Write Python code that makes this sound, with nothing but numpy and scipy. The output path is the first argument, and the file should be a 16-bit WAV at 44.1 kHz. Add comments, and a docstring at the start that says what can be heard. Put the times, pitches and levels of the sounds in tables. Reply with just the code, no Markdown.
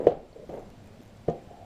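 """A thin plastic tub is handled at a wooden garden table, heard close up and muffled.
Over faint wind, hiss and a thin whine, it is tapped and knocked, and rebounds lightly.
It then slides, rubs and creaks under the fingers, while a low drone swells.
At 1.28 s a hard knock sets wall and base ringing, and the automatic gain dips and recovers.
A last soft rub and scrape follow."""
import sys
import numpy as np
from scipy import signal
from scipy.fft import rfft, irfft
from scipy.io import wavfile
from scipy.ndimage import uniform_filter1d

SR = 44100
rng = np.random.default_rng(int(sys.argv[2]) if len(sys.argv) > 2 else 0)


def generate_wav(sig):
    """Save sig (samples, or channels by samples) to the path in sys.argv[1] as 16-bit PCM at SR."""
    pcm = np.round(np.clip(np.atleast_2d(sig).T, -1, 1) * 32767).astype(np.int16)
    wavfile.write(sys.argv[1], SR, pcm)


N = 72765

# spectrum of wind and hiss (frequency [Hz], relative density [dB])
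AIR_SPECTRUM = [(20, -6.5), (37, -7.5), (60, -11), (100, -6.5), (135, -11.5), (220, -7), (350, -17.5),
                (520, -15), (750, -18.5), (1050, -26.5), (2500, -31.5), (4500, -36), (7000, -41.5),
                (10000, -46.5), (13000, -51.5), (15000, -49)]
# envelope of the low drone (time [s], level [dB])
DRONE_LEVELS = [(0, -80), (0.65, -77), (0.8, -60), (1.2, -55), (1.35, -74), (1.65, -54)]
# sharp creaks of the plastic, and the bright click that opens the first knock at 0.0675 s (time [s], level
# [dB], frequency [Hz], bandwidth [Hz])
BRIGHT_TRANSIENTS = [(0.044, -65, 6800, 1600), (0.0675, -60, 7500, 2400), (0.328, -61, 4300, 450),
                     (1.004, -63, 3000, 4000), (1.169, -66, 6500, 4000), (1.281, -61, 6500, 3000),
                     (1.2975, -58, 6200, 1800)]
# fingers shifting their grip (start [s], duration [s], level [dB])
GRIP_SHIFTS = [(0.48, .15, -70.5), (0.703, 0.026, -69), (0.839, 0.037, -70), (1.001, 0.089, -70.5)]
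# spectrum of the crackle under the fingers (frequency [Hz], relative density [dB])
CRACKLE_SPECTRUM = [(500, -5), (2500, 0.5), (5000, -11), (6500, 0.5), (8300, -16), (9500, -4), (11200, -20),
                    (12800, -2), (14000, -14), (15000, -13)]
# soft rubs on the wall (start [s], duration [s], level [dB], lower resonance [Hz], upper resonance [Hz])
RUB_STROKES = [(0.348, 0.107, -45, 458, 603), (1.47, .26, -53, 704, 808)]
# slides of the tub (start [s], duration [s], level [dB], rise time [s], level change by the end [dB])
SCRAPE_STROKES = [(-0.01, 0.11, -36, .005, 4), (0.518, 0.19, -38.5, 0.0089, -22),
                  (0.844, 0.19, -57, 0.015, -9), (1.486, .2, -59, 0.03, -5)]
# spectrum of the sliding tub (frequency [Hz], relative density [dB])
SCRAPE_SPECTRUM = [(40, -25.5), (130, -6.5), (300, -5.5), (470, 2.5), (750, -3), (950, -16), (1400, -29),
                   (2000, -29), (5000, -53), (15000, -82.5)]
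# light finger taps, and a brief slip within the slide at 0.527 s (time [s], level [dB], flex frequency [Hz])
WALL_FLEXES = [(0.002, -24.5, 465), (0.016, -24.5, 407), (0.047, -26.5, 466), (0.327, -39.5, 565),
               (0.355, -38.5, 474), (0.495, -29.5, 420), (0.527, -59, 476), (0.587, -48, 453),
               (1.004, -38, 292), (1.472, -36.5, 133), (1.511, -36, 510)]
# spectrum of the clatter after a knock (frequency [Hz], relative density [dB])
CLATTER_SPECTRUM = [(30, -7.5), (130, -10.5), (220, -8.5), (330, 2), (450, 5), (780, -0.5), (950, -19),
                    (1400, -25), (2100, -31.5), (3000, -29.5), (5000, -39.5), (8000, -46.5), (15000, -71.5)]
# damping of that clatter (frequency [Hz], time to fall 60 dB [s])
CLATTER_DECAY = [(60, 0.6), (500, 0.34), (2000, 0.37), (8000, .15)]
# spectrum of the contact tick (frequency [Hz], relative density [dB])
TICK_SPECTRUM = [(50, -1.5), (1000, 11.5), (2000, 11), (4000, -1), (5500, -30), (8000, -27), (11000, -39),
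                 (15000, -38.5)]
# modes of the tub's wall and base (frequency [Hz], relative level [dB], time to fall 60 dB [s])
WALL_MODES = [(360, -12, 0.056), (437.6, 5, 0.048), (486.4, 7, 0.1), (520, -20, 0.29), (620, -35, .2),
              (691.6, -7, 0.21), (785, -21, 0.4), (1012, -18, .06), (1211, -18.5, 0.066),
              (1814, -21, 0.048), (2784, -53, 0.04), (2940, -31, 0.072)]
BASE_MODES = [(153.6, 6, 0.17), (228.2, -13, 0.28)]
# knocks and rebounds (time [s], flex level [dB], flex frequency [Hz], push level [dB],
# wall ring gain [dB], base ring gain [dB], tick level [dB], clatter level [dB])
IMPACTS = [(0.0685, 0, 493, -21.5, -16, -34, -34.5, -21), (0.094, -20.5, 487, -56, -52, -72, -66, -29),
           (0.1205, -16.5, 550, -37, -45, -54, -40.5, -37), (0.4914, -28.5, 460, -36, -39, -46, -52, -38),
           (1.2801, -23, 317, -24, -56, -22.5, -46.5, -47), (1.2837, -10, 490, -39, -22.5, -28, -56, -31.5),
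           (1.2968, -43, 560, -30, -29, -33.5, -55, -39.5)]

FLEX_S = 0.00603  # duration of one flex of the wall


def amp(db):
    """Converts a level in decibels to an amplitude ratio."""
    return 10 ** (np.asarray(db) / 20)


def unit(x):
    """Normalises a signal to rms 1."""
    return x / np.sqrt(np.mean(x ** 2) + 1e-20)


def read(points, hz):
    """Interpolates a table along log frequency."""
    f, value = np.transpose(points)
    return np.interp(np.log(hz + 1), np.log(f + 1), value)


def add(mix, s, sound):
    """Superposition: a sound adds to the mix from time s."""
    at = round(s * SR)
    sound = sound[max(-at, 0):]
    part = mix[max(at, 0):][:len(sound)]
    part += sound[:len(part)]


def colour(x, spectrum):
    """Linear filtering: weights a signal by a spectrum, at rms 1."""
    size = len(x) + 2048
    gain = amp(read(spectrum, np.fft.rfftfreq(size, 1 / SR)))
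    return unit(irfft(rfft(x, size) * gain, size)[:len(x)])


def resonance(size, hz, width_hz):
    """A resonance driven by noise passes a narrow band, here at rms 1."""
    detuning = 2 * (np.fft.rfftfreq(N, 1 / SR) - hz) / width_hz
    return unit(irfft(rfft(rng.standard_normal(N)) / (1 + detuning ** 2), N)[:size])


def pulse(t, peak_s):
    """A critically damped response: it rises to 1 at peak_s, then decays."""
    return t / peak_s * np.exp(1 - t / peak_s)


def background():
    """Amplitude modulation: wind and hiss waver slightly, a drone swells, a whine pulses evenly."""
    t = np.arange(N) / SR
    bands = signal.stft(rng.standard_normal(N), nperseg=1024)[2]
    patches = uniform_filter1d(rng.standard_normal(bands.shape), size=12, axis=0)
    patch_db = 0.5 * unit(uniform_filter1d(patches, size=12, axis=1))
    air = colour(signal.istft(bands * amp(patch_db))[1][:N], AIR_SPECTRUM)
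    drone = amp(np.interp(t, *np.transpose(DRONE_LEVELS))) * resonance(N, hz=95, width_hz=29)
    whine_hz, pulsing_hz = 7477, 14
    pulsing = 1 + np.tanh(2 * np.sin(2 * np.pi * pulsing_hz * t) + .5)
    whine = np.sin(2 * np.pi * whine_hz * t) + 0.38 * resonance(N, whine_hz, width_hz=120)
    return amp(-51) * air + drone + amp(-81) * unit(pulsing * whine)


def slips(size, per_s):
    """Stick-slip friction: a random train of impulses of uneven size."""
    impulses = (rng.random(N) < per_s / SR) * rng.choice([-1, 1], N)
    strength_db = 1.5 * np.minimum(rng.exponential(1, N), 3)
    return (impulses * amp(strength_db))[:size]


def creaks():
    """Brief transients: the plastic creaks brightly, a bright click opens the first knock, and sparse slips
    crackle under the fingers."""
    out, t = np.zeros(N), np.arange(0, .04, 1 / SR)
    for s, db, hz, width_hz in BRIGHT_TRANSIENTS:
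        add(out, s, amp(db) * pulse(t, peak_s=.002) * resonance(len(t), hz, width_hz))
    for s, length, db in GRIP_SHIFTS:
        add(out, s, amp(db) * colour(slips(int(length * SR), per_s=130), CRACKLE_SPECTRUM))
    return out


def rubs():
    """Forced vibration: gentle friction drives two resonances of the wall."""
    out = np.zeros(N)
    width_hz, ramp_s = 89, 0.015
    for s, length, db, low_hz, high_hz in RUB_STROKES:
        t = np.arange(0, length, 1 / SR)
        tone = resonance(len(t), low_hz, width_hz) + amp(-6.5) * resonance(len(t), high_hz, width_hz)
        envelope = np.minimum(np.minimum(t, length - t) / ramp_s, 1)
        add(out, s, amp(db) * envelope * tone)
    return out


def scrapes():
    """Source and filter: the dense slips of sliding are coloured by the tub's response."""
    out = np.zeros(N)
    release_s = 0.0071
    for s, length, db, rise_s, change_db in SCRAPE_STROKES:
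        t = np.arange(0, length, 1 / SR)
        ramps = np.minimum(t / rise_s, 1) * np.minimum((length - t) / release_s, 1)
        envelope = ramps * amp(db + change_db * (t / length) ** 2)
        add(out, s, envelope * colour(slips(len(t), per_s=900), SCRAPE_SPECTRUM))
    return out


def flex(hz):
    """Elastic restoring force: the wall gives and springs back in a few heavily damped swings."""
    t = np.arange(0, FLEX_S, 1 / SR)
    return -np.sin(np.pi * t / FLEX_S) ** 2 * np.cos(2 * np.pi * hz * (t - FLEX_S / 2))


def taps():
    """Elastic deflection: a light finger tap, or a brief slip within a slide, only flexes the wall."""
    out = np.zeros(N)
    for s, db, hz in WALL_FLEXES:
        add(out, s, amp(db) * flex(hz))
    return out


def clatter(t):
    """Frequency-dependent damping: each band of the rattle of tub and table dies at its own rate."""
    noise = colour(rng.standard_normal(len(t)), CLATTER_SPECTRUM)
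    hz, when, bands = signal.stft(noise, SR, nperseg=256)
    decay = np.exp(-np.log(1000) * when / read(CLATTER_DECAY, hz)[:, None])
    return signal.istft(bands * decay, SR)[1][:len(t)]


def ring(modes, t):
    """Free vibration: a struck body sounds as a sum of exponentially decaying modes."""
    return sum(amp(db) * np.exp(-np.log(1000) * t / t60) * np.sin(2 * np.pi * hz * t)
               for hz, db, t60 in modes)


def knocks():
    """Impact excitation: a tick, a low push and a flex of the wall, then ringing and clatter."""
    out, t = np.zeros(N), np.arange(SR // 2) / SR
    build_up = 1 - np.exp(-(2 * t / FLEX_S) ** 2)
    push = -np.gradient(pulse(t, peak_s=0.0027) ** 3)
    push /= abs(push).max()
    for s, flex_db, flex_hz, push_db, wall_db, base_db, tick_db, clatter_db in IMPACTS:
        tick = colour(rng.standard_normal(len(t)), TICK_SPECTRUM) * pulse(t, peak_s=0.0013)
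        ringing = amp(wall_db) * ring(WALL_MODES, t) + amp(base_db) * ring(BASE_MODES, t)
        body = ringing + amp(clatter_db) * clatter(t)
        add(out, s, amp(push_db) * push + amp(tick_db) * tick + build_up * body)
        add(out, s, amp(flex_db) * flex(flex_hz))
    return out


def scene():
    """Superposition: the pressures of surroundings and tub add at one microphone."""
    return (knocks() + taps() + scrapes() + rubs() + creaks() + background())[None]


def record(dry):
    """Compression: the gain dips after a loud knock and recovers slowly; a low-pass limits the band."""
    threshold_db, slope, release_db_per_s, cutoff_hz = -23.5, 0.37, 39.5, 15300
    power_db = 10 * np.log10(signal.lfilter(*signal.butter(1, 30, fs=SR), dry[0] ** 2) + 1e-12)
    fall_db = np.arange(N) / SR * release_db_per_s
    held_db = np.maximum.accumulate(power_db + fall_db) - fall_db  # jumps to each peak, then sinks
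    excess_db = np.maximum(held_db - threshold_db, 0)
    reduction_db = slope * signal.lfilter(*signal.butter(1, 5, fs=SR), excess_db)
    low_pass = signal.firwin(511, cutoff_hz, window=("kaiser", 9), fs=SR)
    return signal.oaconvolve(dry / amp(reduction_db), low_pass[None], "same")


dry = scene()
out = record(dry)
generate_wav(out)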